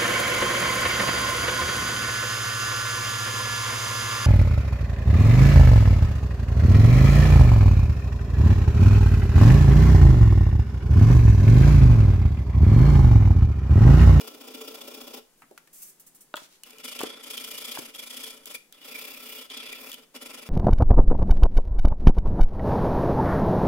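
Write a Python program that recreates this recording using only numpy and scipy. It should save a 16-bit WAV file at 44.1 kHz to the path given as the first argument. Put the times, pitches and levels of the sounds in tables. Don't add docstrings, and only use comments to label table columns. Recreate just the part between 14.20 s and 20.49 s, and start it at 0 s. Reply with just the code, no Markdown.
import sys
import numpy as np
from scipy import signal
from scipy.fft import rfft, irfft
from scipy.io import wavfile
from scipy.ndimage import uniform_filter1d

SR = 44100
rng = np.random.default_rng(int(sys.argv[2]) if len(sys.argv) > 2 else 0)


def log_audio(samples):
    frames = np.atleast_2d(samples).T
    limited = np.clip(frames, -1, 1)
    pcm = np.round(limited * 32767).astype(np.int16)
    wavfile.write(sys.argv[1], SR, pcm)


N = 277389
TIME = np.arange(N) / SR
HZ = np.maximum(np.arange(N // 2 + 1) * SR / N, 1)

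# first_s, last_s, count, push_over_return_db, hiss_db, drone_db
BRUSH_STROKE_RUNS = [(0.013, 0.517, 16, 7.5, -2.5, 1.5), (0.551, 0.977, 14, 7, -2, 1)]
BLADE_STROKE_RUNS = [(2.472, 2.565, 4, 0, -2, -8), (2.603, 2.603, 1, 0, -3, -8),
                     (2.651, 2.761, 4, 0, -0.5, -7), (2.797, 3.006, 7, 0, -5, -5),
                     (3.04, 3.693, 20, 5.5, 0, -7.5), (3.756, 3.873, 4, -2, 1, -8),
                     (3.908, 4.24, 11, 5.5, 1, -8.5), (4.275, 4.351, 3, 4, 1.5, -7.5),
                     (4.55, 4.622, 3, 0, -6, -12), (4.654, 4.79, 5, 1, -2.5, -7.5),
                     (4.82, 5.251, 15, 0, -2.5, -7.5), (5.314, 5.587, 10, 0, -7.5, -8.5),
                     (5.613, 5.698, 4, 0, 0, -5.5), (5.738, 5.832, 3, 3, -4, -9),
                     (5.962, 6.024, 2, -1, 0.5, -3.5), (6.064, 6.269, 6, 2, -0.5, -4)]
# time_s, pressure_db
BRUSH_HAND_PRESSURE = [(0.015, -43), (0.08, -43.5), (0.16, -51), (0.225, -47), (0.35, -44), (0.48, -42.5),
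                       (0.6, -45), (0.75, -44), (0.89, -47), (0.97, -41.5)]
BLADE_HAND_PRESSURE = [(2.47, -50.5), (2.56, -57), (2.65, -36), (2.74, -40), (2.85, -36), (2.99, -50),
                       (3.11, -38), (3.27, -39.5), (3.56, -36.5), (3.7, -48.5), (3.781, -40.5), (3.87, -43),
                       (4.08, -38.5), (4.16, -52.5), (4.24, -62), (4.28, -44.5), (4.35, -40), (4.58, -58),
                       (4.66, -42.5), (4.8, -39), (4.99, -45.5), (5.06, -42), (5.22, -41), (5.255, -49),
                       (5.3, -38.5), (5.55, -39.5), (5.61, -48), (5.74, -44.5), (5.83, -57), (5.96, -43),
                       (6.15, -42.5), (6.28, -47)]
# frequency_hz, level_db
BRUSH_SPECTRUM = [(90, -53), (160, -22), (230, -10.5), (350, -5.5), (560, -9.5), (750, -14.5), (1200, -19),
                  (1750, -19), (2700, -4), (4000, -7), (6000, -8), (9500, -10), (16000, -3)]
BLADE_SPECTRUM = [(90, -8.5), (160, -7.5), (230, -3), (330, -3.5), (530, -1), (750, -9), (1650, -6.5),
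                  (2150, -1.5), (3000, -3), (4000, -3), (7000, -4.5), (13000, -2.5), (15600, -6)]
# time_s, pitch_hz
BLADE_PITCH = [(2.72, 2840), (2.93, 3310), (3.12, 3080), (3.5, 3090), (4.29, 3270), (4.35, 2570),
               (4.55, 3300), (4.72, 2630), (5.14, 2720), (5.37, 3290), (5.51, 2480), (5.65, 2530),
               (5.73, 3070), (6.29, 2600)]
# time_s, sizzle_db
BLADE_KEENNESS = [(2.5, 3), (2.9, -6), (3.2, 2.5), (4.2, -1.5), (4.7, 5), (5.15, 9), (5.35, -5), (5.6, 8),
                  (5.9, -0.5), (6.25, -1)]
# pitch_hz, width_hz, lift_db
STEEL_MODES = [(243, 14, 14.5), (287, 51, 7.5), (442.8, 13.2, 11), (565, 126, 9.5), (794, 33, 9),
               (1017, 120, 9), (1348.5, 63, 14.5), (2397, 79, 8.5), (2890, 12, 9.5), (3103, 54, 4),
               (3436, 77, 13), (1555, 88, -3), (4300, 170, -10), (4865, 103, 6), (5460, 81, 7),
               (9166, 66, 8), (9320, 110, 6.5), (11300, 300, 5)]
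# pitch_hz, level_db, t60_s
BENCH_MODES = [(328, -11.5, 0.023), (607, -9.5, 0.043), (958, -6.5, 0.018), (1236, -5.5, 0.027),
               (1446, -1.5, 0.02), (2770, -10.5, 0.012), (3760, -6, 0.0056)]
# start_s, level_db, pitch_hz, relative_crack_db
STEEL_TICKS = [(2.157, -38, 3360, 3), (2.167, -31, 3370, -0.5), (2.435, -39.5, 2930, 8),
               (2.507, -49, 3000, 10), (2.584, -45, 3000, 6), (2.791, -31, 3090, 2), (3.178, -28, 3110, -8),
               (3.518, -30, 3320, -11), (3.7485, -35.5, 3290, -1.5), (3.969, -36, 3310, 0),
               (4.257, -41.5, 3500, 11.5), (4.525, -43.5, 3440, 7), (5.301, -35, 3400, -3),
               (5.374, -33.5, 3420, 3), (5.528, -35, 2300, 6), (5.717, -33, 3360, 3),
               (5.73, -42, 2950, 8.5), (5.742, -37.5, 3060, 6.5)]
# start_s, level_db, pitch_hz, t60_s, relative_crack_db
TOOL_KNOCKS = [(1.22, -44, 1294, 0.081, -12), (1.226, -55, 158, 0.19, -18), (1.311, -39, 384, 0.068, -15),
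               (1.377, -38, 1370, 0.031, -3.5), (1.474, -52, 1800, .05, 0), (2.171, -31.5, 1000, .045, -10),
               (2.219, -37, 276, 0.028, -32), (2.806, -16.5, 625, 0.014, -14.5),
               (2.813, -23, 1120, 0.027, -11), (2.833, -17.5, 298, 0.024, -11),
               (2.8396, -27, 1010, 0.026, -27), (3.573, -23.5, 870, 0.016, -23),
               (3.588, -19.5, 330, 0.016, -11.5), (5.943, -46.5, 600, 0.034, -10)]
# middle_s, length_s, level_db
BENCH_DRAGS = [(2.19, 0.033, -50.5), (2.242, 0.029, -51), (2.334, 0.057, -59)]
# start_s, held_s, level_db
FAR_PUFFS = [(1.172, 0.055, -67), (1.528, 0.175, -50), (1.617, 0.016, -42), (1.795, 0.011, -50),
             (1.863, 0.015, -51), (1.945, 0.018, -53), (2.005, 0.011, -49.5)]
# frequency_hz, level_db
PUFF_SPECTRUM = [(500, -23), (2200, -13), (4000, -16), (6000, -5), (8300, 0), (11000, -1), (16000, -1)]
# frequency_hz, level_db
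ROOM_TONE_SPECTRUM = [(20, 5.5), (50, -19.5), (90, -16), (160, 1), (400, -2), (1200, -10), (4000, -13),
                      (10000, -12), (16000, -15.5)]
# frequency_hz, likeness
PORT_LIKENESS = [(60, 0.5), (130, .5), (260, 1.05), (700, 0.43), (1400, 0.84), (2400, 0.12), (3200, 0.62),
                 (7000, -0.21), (16000, 0)]
# frequency_hz, left_minus_right_db
PORT_BALANCE = [(250, 0.5), (1300, 0.5), (2400, 0), (3000, -1.5), (5000, 0.5), (7200, 6.5), (10000, 3),
                (14000, 4.5)]

FIRM_DB = -40
STROKE_SPREAD_DB = .4
LINGERING = 0.14
HISS_SHARE = .88


def brush():
    grains = friction(BRUSH_SPECTRUM, grain_s=0.00065, spread_db=0.7)
    strokes = hand_strokes(BRUSH_STROKE_RUNS, BRUSH_HAND_PRESSURE, base_length_s=0.016,
                           shortening=0.73, ring_share=1.0, drone_share=0.68, drone_follows=0.93)
    return scrub(strokes, grains, hiss_db=2.0, ring_db=-3.5, drone_db=-2.0,
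                 drone_top_hz=1670, ring_top_hz=5370)


def blade(song_db, song_width_hz, sizzle_hz):
    grains = friction(BLADE_SPECTRUM, grain_s=.0012, spread_db=1.46)
    catches = grit(grain_s=0.0037, spread_db=4.0)
    strokes = hand_strokes(BLADE_STROKE_RUNS, BLADE_HAND_PRESSURE, base_length_s=.0165,
                           shortening=1.02, ring_share=0.67, drone_share=0.08, drone_follows=0.55)
    stroke_index = np.searchsorted(np.sort(strokes[:, 0] - strokes[:, 1]), TIME)
    detune = 2 ** (rng.standard_normal(len(strokes) + 1) / 14)
    pitch_hz = np.interp(TIME, *np.transpose(BLADE_PITCH)) * detune[stroke_index]
    song = moving_resonance(grains * catches, pitch_hz, song_width_hz)
    sizzle = irfft(rfft(grains) / (1 + (sizzle_hz / HZ) ** 20), N)
    keenness = from_db(np.interp(TIME, *np.transpose(BLADE_KEENNESS)))
    scrape = grains + from_db(song_db) * song + (keenness - 1) * sizzle
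    return scrub(strokes, scrape, hiss_db=0.24, ring_db=-1.5, drone_db=-0.44,
                 drone_top_hz=1975, ring_top_hz=5040)


def hand_strokes(runs, pressure, base_length_s, shortening, ring_share, drone_share, drone_follows):
    rows = []
    for first_s, last_s, count, lead_db, hiss_db, drone_db in runs:
        middles = np.linspace(first_s, last_s, int(round(count)))
        accent = lead_db / 2 * (-1) ** np.arange(len(middles))
        force = np.interp(middles, *np.transpose(pressure))
        force += STROKE_SPREAD_DB * rng.standard_normal(len(middles))
        vise_force = FIRM_DB + drone_follows * (force - FIRM_DB)
        lengths = base_length_s * from_db(LINGERING * (FIRM_DB - force) - shortening * accent)
        hiss = force + accent + hiss_db
        ring = force + ring_share * accent
        drone = vise_force + drone_share * accent + drone_db
        rows += zip(middles, lengths, hiss, ring, drone)
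    return np.array(rows)


def scrub(strokes, grains, hiss_db, ring_db, drone_db, drone_top_hz, ring_top_hz):
    middles, lengths, *levels = np.transpose(strokes)
    layers = [(ring_top_hz, SR, hiss_db, HISS_SHARE),
              (drone_top_hz, ring_top_hz, ring_db, 1),
              (0, drone_top_hz, drone_db, 1)]
    out = 0
    for level_db, (low_hz, high_hz, gain_db, share) in zip(levels, layers):
        push = swells(middles, share * lengths, level_db + gain_db)
        sound = casting(band(grains * push, low_hz, high_hz, order=4))
        out = out + sound * rms(push) / rms(sound)
    return out


def swells(middles, lengths, levels_db):
    power = np.zeros(N)
    for middle, length, level_db in zip(middles, lengths, levels_db):
        span = slice(*np.searchsorted(TIME, [middle - 2 * length, middle + 2 * length]))
        power[span] += from_db(level_db) ** 2 * .5 ** ((2 * (TIME[span] - middle) / length) ** 2)
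    return np.sqrt(power)


def friction(spectrum, grain_s, spread_db):
    return colour(noise_at_ports(), spectrum) * grit(grain_s, spread_db)


def grit(grain_s, spread_db):
    bumps = uniform_filter1d(rng.standard_normal(N), max(int(grain_s * SR), 1))
    strength = from_db(spread_db * np.clip(bumps / rms(bumps), -2.5, 2.5))
    return strength / rms(strength)


def casting(x):
    for hz, width_hz, lift_db in STEEL_MODES:
        ringing = signal.lfilter(*signal.iirpeak(hz, hz / width_hz, fs=SR), x)
        x = x + (from_db(lift_db) - 1) * ringing
    return x


def moving_resonance(x, hz, width_hz, block=128):
    out, state = np.zeros_like(x), np.zeros((2, 2))
    radius = np.exp(-np.pi * width_hz / SR)
    zeros = np.array([1, 0, -1]) * (1 - radius ** 2) / 2
    for i in range(0, N, block):
        poles = [1, -2 * radius * np.cos(2 * np.pi * hz[i] / SR), radius ** 2]
        out[:, i:i + block], state = signal.lfilter(zeros, poles, x[:, i:i + block], zi=state)
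    return out


def clack(start_s, gain_db):
    t = np.clip(TIME - start_s, 0, 1)
    return sum((-1) ** k * from_db(gain_db + level_db - 60 * t / t60_s) * np.sin(2 * np.pi * hz * t)
               for k, (hz, level_db, t60_s) in enumerate(BENCH_MODES))


def knocks(blows, tone_db, clatter_db, spread, crack_t60_s):
    out, t = np.zeros((2, N)), TIME[:SR // 8]
    noise = noise_at_ports()
    for start_s, level_db, hz, t60_s, crack_db in blows:
        span = slice(int(start_s * SR), int(start_s * SR) + len(t))
        clatter = band(noise[:, span], hz / spread, hz * spread, order=4)
        treble = band(noise[:, span], 2150, SR)
        tone = from_db(tone_db) * np.sin(2 * np.pi * hz * t)
        body = tone + from_db(clatter_db) * clatter / rms(clatter)
        crack = from_db(crack_db - 60 * t / crack_t60_s) * treble / rms(treble)
        out[:, span] += from_db(level_db) * (body * from_db(-60 * t / t60_s) + crack)
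    return out


def ticks(t60_s):
    blows = [(start_s, level_db, hz, t60_s, crack_db) for start_s, level_db, hz, crack_db in STEEL_TICKS]
    return knocks(blows, tone_db=-4.0, clatter_db=-6.5, spread=1.3, crack_t60_s=0.014)


def drags(low_hz, high_hz):
    scuff = band(rng.standard_normal((2, N)), low_hz, high_hz, order=1)
    scuff *= grit(grain_s=0.00074, spread_db=3.0)
    return swells(*np.transpose(BENCH_DRAGS)) * scuff / rms(scuff)


def puffs(gain_db, attack_s, t60_s):
    air = colour(rng.standard_normal((2, N)), PUFF_SPECTRUM)
    power = np.zeros(N)
    for start_s, held_s, level_db in FAR_PUFFS:
        opening = np.clip((TIME - start_s) / attack_s, 0, 1)
        decay_db = 60 * np.clip(TIME - start_s - held_s, 0, 1) / t60_s
        power += (opening * from_db(level_db - decay_db)) ** 2
    return from_db(gain_db) * np.sqrt(power) * air / rms(air)


def workshop_echoes(x, first_echo_s, build_s, t60_s, dull_hz):
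    t = TIME[:SR]
    build_up = np.clip((t - first_echo_s) / build_s, 0, 1)
    tail = rng.standard_normal((2, SR)) * from_db(-60 * t / t60_s) * build_up
    tail = band(tail / (rms(tail) * np.sqrt(SR)), 0, dull_hz, order=1)
    return signal.fftconvolve(x, tail, axes=1)[:, :N]


def room_tone(level_db):
    noise = colour(noise_at_ports(), ROOM_TONE_SPECTRUM)
    return from_db(level_db) * noise / rms(noise)


def noise_at_ports(lag_s=.00006):
    mid, side = rfft(rng.standard_normal((2, N)))
    alike = np.clip(over_hz(PORT_LIKENESS), -1, 1)
    sign = np.array([[1], [-1]])
    paths = from_db(sign * over_hz(PORT_BALANCE) / 2) * np.exp(1j * np.pi * sign * HZ * lag_s)
    return irfft((np.sqrt(1 + alike) * mid + sign * np.sqrt(1 - alike) * side) * paths, N)


def from_db(db):
    return 10 ** (np.asarray(db) / 20)


def rms(x):
    return np.sqrt(np.mean(x ** 2) + 1e-20)


def over_hz(points):
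    hz, value = np.transpose(points)
    return np.interp(np.log(HZ), np.log(hz), value)


def colour(x, spectrum):
    return irfft(rfft(x) * from_db(over_hz(spectrum)), N)


def band(x, low_hz, high_hz, order=2):
    edges = [max(low_hz, 10), min(high_hz, .45 * SR)]
    return signal.sosfilt(signal.butter(order, edges, "band", fs=SR, output="sos"), x + 1e-18)


def scene():
    near = brush() + blade(song_db=6.5, song_width_hz=175, sizzle_hz=12500)
    near += drags(low_hz=1800, high_hz=8300)
    near += clack(start_s=2.1405, gain_db=-20.5) + ticks(t60_s=0.049)
    near += knocks(TOOL_KNOCKS, tone_db=-6.5, clatter_db=-3.5, spread=1.89, crack_t60_s=0.031)
    far = puffs(gain_db=2.0, attack_s=0.0038, t60_s=0.086)
    into_room = from_db(-9) * near + from_db(-5) * far
    echoes = workshop_echoes(into_room, first_echo_s=.0015, build_s=0.0032, t60_s=0.31, dull_hz=11800)
    work = band(near + far + echoes, low_hz=173, high_hz=SR)
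    return work + room_tone(level_db=-63)


def record(dry):
    return signal.sosfilt(signal.ellip(12, .1, 80, 15750, fs=SR, output="sos"), dry)


dry = scene()
out = record(dry)
log_audio(out)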